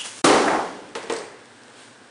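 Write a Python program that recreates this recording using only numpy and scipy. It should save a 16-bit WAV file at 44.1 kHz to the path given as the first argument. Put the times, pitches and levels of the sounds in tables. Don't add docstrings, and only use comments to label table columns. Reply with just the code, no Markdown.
import sys
import numpy as np
from scipy import signal
from scipy.fft import rfft, irfft
from scipy.io import wavfile

SR = 44100
rng = np.random.default_rng(int(sys.argv[2]) if len(sys.argv) > 2 else 0)


def generate_wav(signal):
    frames = np.transpose(np.atleast_2d(signal))
    scaled = np.clip(frames, -1, 1) * 32767
    pcm = np.round(scaled).astype(np.int16)
    wavfile.write(sys.argv[1], SR, pcm)


N = 92610
T = np.arange(N) / SR
TOP_HZ = 10080

# (f/Hz, level/dB)
BODY_COLOUR = [(25, -46), (80, -36), (130, -15), (200, -8.5), (290, 0), (420, 2.5), (750, -4), (1300, -8.5),
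               (2000, -15.5), (3200, -29), (10000, -35.5)]
CRACK_COLOUR = [(100, -29), (1000, -5), (2000, 0.5), (3000, 3), (4200, 1.5), (6000, -0.5), (8000, -4.5),
                (10000, -5)]
SLAP_COLOUR = [(30, -31), (150, 11), (330, -7), (900, -15), (1220, 20), (1800, -2), (3500, -5),
               (6000, -6.5), (10000, 0.5)]
# (f/Hz, level/dB, t60/s)
TABLE_TONES = [(198, -9, 1.4), (271.6, 1.5, 0.84), (302.3, 4.5, 1), (330, 2.5, 0.48), (407.3, 2, 1.27),
               (499, 2, 0.81), (570, -11, 1.7), (622, -12.5, 0.55), (754, 0.5, 1), (850, -17, 2.4),
               (972, -9.5, 1.4), (1036, -4, 1.28), (1063, -6.5, .8), (1295, -20, 0.35)]
# (t/s, thud level/dB, clack level/dB)
SETTLING_BUMPS = [(.291, -33, -21.5), (.301, -28.5, -18.5), (0.321, -21.5, -29), (.347, -20.5, -30),
                  (.381, -33, -25.5), (.418, -25.5, -32), (.459, -21, -52), (.479, -17.5, -20),
                  (.503, -21.5, -48), (.531, -26.5, -26), (.549, -25, -39), (.584, -26, -35)]
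# (f/Hz, level/dB)
THUD_COLOUR = [(40, -47), (150, -21), (300, -2.5), (480, -5.5), (800, 7), (1100, -2.5), (1500, -6),
               (2050, -17.5), (2700, -35), (5000, -40), (10000, -34)]
CLACK_COLOUR = [(200, -34), (900, 4.5), (1300, 6), (1700, 1.5), (2050, 5.5), (2500, -6), (4000, -29),
                (10000, -38)]
# (t/s, ring level/dB, echo level/dB)
LID_KNOCKS = [(.957, -24, -33.5), (1.038, -34.5, -40), (1.0997, -17, -29), (1.1231, -20.5, -35),
              (1.683, -55, -54)]
# (f/Hz, level/dB, t60/s)
LID_TONES = [(345, -16, 0.24), (424, -17, 0.61), (457, 0, .17), (593, -18.5, 0.083), (870, -16.5, 0.29),
             (1053, -15, 0.17), (1250, -16.5, 0.078), (1880, -17, 0.063)]
# (f/Hz, level/dB)
KNOCK_COLOUR = [(30, -44), (100, -18.5), (280, -5), (440, 5), (650, -1.5), (950, -2.5), (1400, -12.5),
                (1950, -6.5), (2800, -22), (10000, -54)]
# (t/s, level/dB)
FINGER_SNAPS = [(0.9517, -29), (1.098, -28)]
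CRACKLES = [(1.0295, -38), (1.038, -38), (1.1235, -25.5), (1.1365, -25.5), (1.164, -29), (1.168, -31),
            (1.187, -33), (1.635, -48), (1.70, -60)]
# (f/Hz, level/dB)
SNAP_COLOUR = [(200, -23), (900, 5.5), (2000, 0.5), (3400, -2), (4300, -4.5), (5500, -9), (10000, -10.5)]
RIPPLE_COLOUR = [(150, -15), (450, 5), (1000, 2), (2500, -4), (3800, -2), (5000, -7), (7500, -14),
                 (10000, -24)]
CRACKLE_COLOUR = [(300, -23), (2000, -28), (4500, 4.5), (7000, -0.5), (8500, 5), (10000, -11)]
# (t/s, level/dB)
SLIDE_LEVELS = [(0, -34.5), (.038, -40), (.055, -31), (.1, -39), (.16, -41.5), (.18, -39.5), (.24, -46),
                (.3, -95)]
BRUSH_LEVELS = [(.86, -56), (.9, -53), (1.0, -59), (1.11, -51), (1.17, -53), (1.28, -67), (1.4, -55),
                (1.73, -53), (1.805, -46), (1.9, -51.5), (2.0, -56), (2.1, -56)]
# (f/Hz, level/dB)
SLIDE_HISS = [(30, -39), (120, -11), (350, -2.5), (900, 0.5), (2000, 1.5), (4500, -0.5), (6500, 3),
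              (8000, 1.5), (9700, 2)]
BRUSH_HISS = [(80, -29), (400, 12), (1500, 7), (3700, 9.5), (6000, 1.5), (8500, 6), (10000, 1)]
# (f/Hz, width/Hz, level/dB)
SQUEAK_PEAKS = [(2520, 140, -8), (2920, 300, 3.5), (3370, 170, 3.5)]
# (f/Hz, t60/s)
ROOM_DECAY = [(40, 2.3), (150, 1.4), (400, 1.115), (900, 1.064), (2000, 1.206), (4000, 1.045), (7000, 1.01),
              (10000, 0.99)]
# (f/Hz, level/dB)
ROOM_COLOUR = [(25, -22), (70, -22.5), (115, 5), (170, -7.5), (250, 9), (330, 1.5), (430, 3), (650, 0),
               (900, 0.5), (1300, -2.5), (1560, 4), (1900, -4.5), (3200, -14.5), (6000, -15.5),
               (10000, -51)]
# (t/s, level/dB)
LEVEL_DIP = [(.216, 0), (.223, -40), (.234, -40), (.241, 0)]


def box_landing():
    body = amp(-16.5) * room_echo(BODY_COLOUR, hold_s=0.087) + amp(-22.5) * ring(TABLE_TONES)
    crack = amp(-20) * room_echo(CRACK_COLOUR)
    slap = amp(-13) * noise(SLAP_COLOUR) * fade(T, t60=0.22)
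    impact = body * rise(seconds=0.0041) + (crack + slap) * rise(seconds=0.0045)
    out = np.zeros(N)
    add(out, impact, start_s=0.241)
    return out


def box_settling():
    thuds = [(s, db) for s, db, _ in SETTLING_BUMPS]
    clacks = [(s, db) for s, _, db in SETTLING_BUMPS]
    out = hits(thuds, THUD_COLOUR, t60=0.16, echo_db=-3.5, decay_scale=0.53)
    return out + hits(clacks, CLACK_COLOUR, t60=0.15, echo_db=-12, decay_scale=0.41)


def lid_knocks():
    bass_cut = signal.butter(2, 285, "high", fs=SR, output="sos")
    lid = signal.sosfilt(bass_cut, ring(LID_TONES))
    out = np.zeros(N)
    for s, ring_db, echo_db in LID_KNOCKS:
        echo = room_echo(KNOCK_COLOUR, decay_scale=0.65) * rise(seconds=0.0017)
        add(out, amp(ring_db) * lid + amp(echo_db) * echo, s)
    return out


def lid_ripple():
    travel_s = 0.008
    hz = np.fft.rfftfreq(N, 1 / SR)
    lag_cycles = 2 * travel_s * np.sqrt(1000 * hz)
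    chirp = irfft(np.exp(-2j * np.pi * lag_cycles), N)
    return tint(chirp, RIPPLE_COLOUR)[:SR // 10]


def finger_snaps():
    ripple_lead_s, ripple_db = 0.0025, -27.5
    out = hits(FINGER_SNAPS, SNAP_COLOUR, t60=0.096, echo_db=-7, decay_scale=0.75)
    for s, db in FINGER_SNAPS:
        add(out, amp(db + ripple_db) * lid_ripple(), s - ripple_lead_s)
    return out


def cardboard_crackles():
    return hits(CRACKLES, CRACKLE_COLOUR, t60=0.015, echo_db=-18.5, decay_scale=0.54)


def rubbing(levels, colour):
    slips_per_s, spread_db, slip_gain = 2100, 6.5, 0.38
    slips = rng.standard_normal(N) * (rng.random(N) < slips_per_s / SR)
    slips *= amp(spread_db * np.minimum(rng.exponential(1, N), 4))
    hiss = rng.standard_normal(N)
    return level(levels) * tint(slip_gain * unit(slips) + hiss, colour)


def finger_squeak():
    hz = np.fft.rfftfreq(N, 1 / SR)
    peaks = sum(amp(db) / (1 + (2 * (hz - f) / width) ** 2) for f, width, db in SQUEAK_PEAKS)
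    squeak = irfft(rfft(rng.standard_normal(N)) * peaks, N)
    return amp(-30.5) * unit(squeak) * fade(T, t60=0.34)


def room_echo(colour, decay_scale=1, hold_s=0, size=N):
    hz, t, bands = signal.stft(noise(colour, size), SR, nperseg=512)
    t60 = decay_scale * look_up(ROOM_DECAY, hz)[:, None]
    bands = bands * fade(np.maximum(t - hold_s, 0), t60)
    return signal.istft(bands, SR)[1][:size]


def room_noise():
    return amp(-49.5) * noise(ROOM_COLOUR)


def hits(rows, colour, t60, echo_db, decay_scale):
    out = np.zeros(N)
    for s, db in rows:
        burst = noise(colour, SR) * fade(T[:SR], t60)
        echo = amp(echo_db) * room_echo(colour, decay_scale, size=SR)
        add(out, amp(db) * (burst + echo), s)
    return out


def ring(tones):
    return sum(amp(db) * fade(T, t60) * np.sin(2 * np.pi * hz * T) for hz, db, t60 in tones)


def amp(db):
    return 10 ** (np.asarray(db) / 20)


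def unit(x):
    return x / np.sqrt(np.mean(x ** 2) + 1e-20)


def look_up(points, hz):
    f, value = np.transpose(points)
    return np.interp(np.log(hz + 1), np.log(f + 1), value)


def level(points):
    return amp(np.interp(T, *np.transpose(points)))


def add(mix, sound, start_s):
    part = mix[max(round(start_s * SR), 0):][:len(sound)]
    part += sound[:len(part)]


def tint(x, colour):
    hz = np.fft.rfftfreq(len(x), 1 / SR)
    gains = amp(look_up(colour, hz)) * (hz < TOP_HZ)
    return unit(irfft(rfft(x) * gains, len(x)))


def noise(colour, size=N):
    return tint(rng.standard_normal(size), colour)


def fade(t, t60):
    return np.exp(-np.log(1000) * t / t60)


def rise(seconds):
    return np.minimum(T / seconds, 1)


def scene():
    friction = rubbing(SLIDE_LEVELS, SLIDE_HISS) + rubbing(BRUSH_LEVELS, BRUSH_HISS) + finger_squeak()
    letting_go = lid_knocks() + finger_snaps() + cardboard_crackles()
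    box = box_landing() + box_settling()
    return (box + letting_go + friction + room_noise())[None]


def record(dry):
    ceiling = 0.72
    dipped = dry * level(LEVEL_DIP)
    rounded = dipped / (1 + (dipped / ceiling) ** 6) ** (1 / 6)
    treble_cut = signal.firwin(601, TOP_HZ, window=("kaiser", 8), fs=SR)
    return signal.oaconvolve(rounded, treble_cut[None], "same")


dry = scene()
out = record(dry)
generate_wav(out)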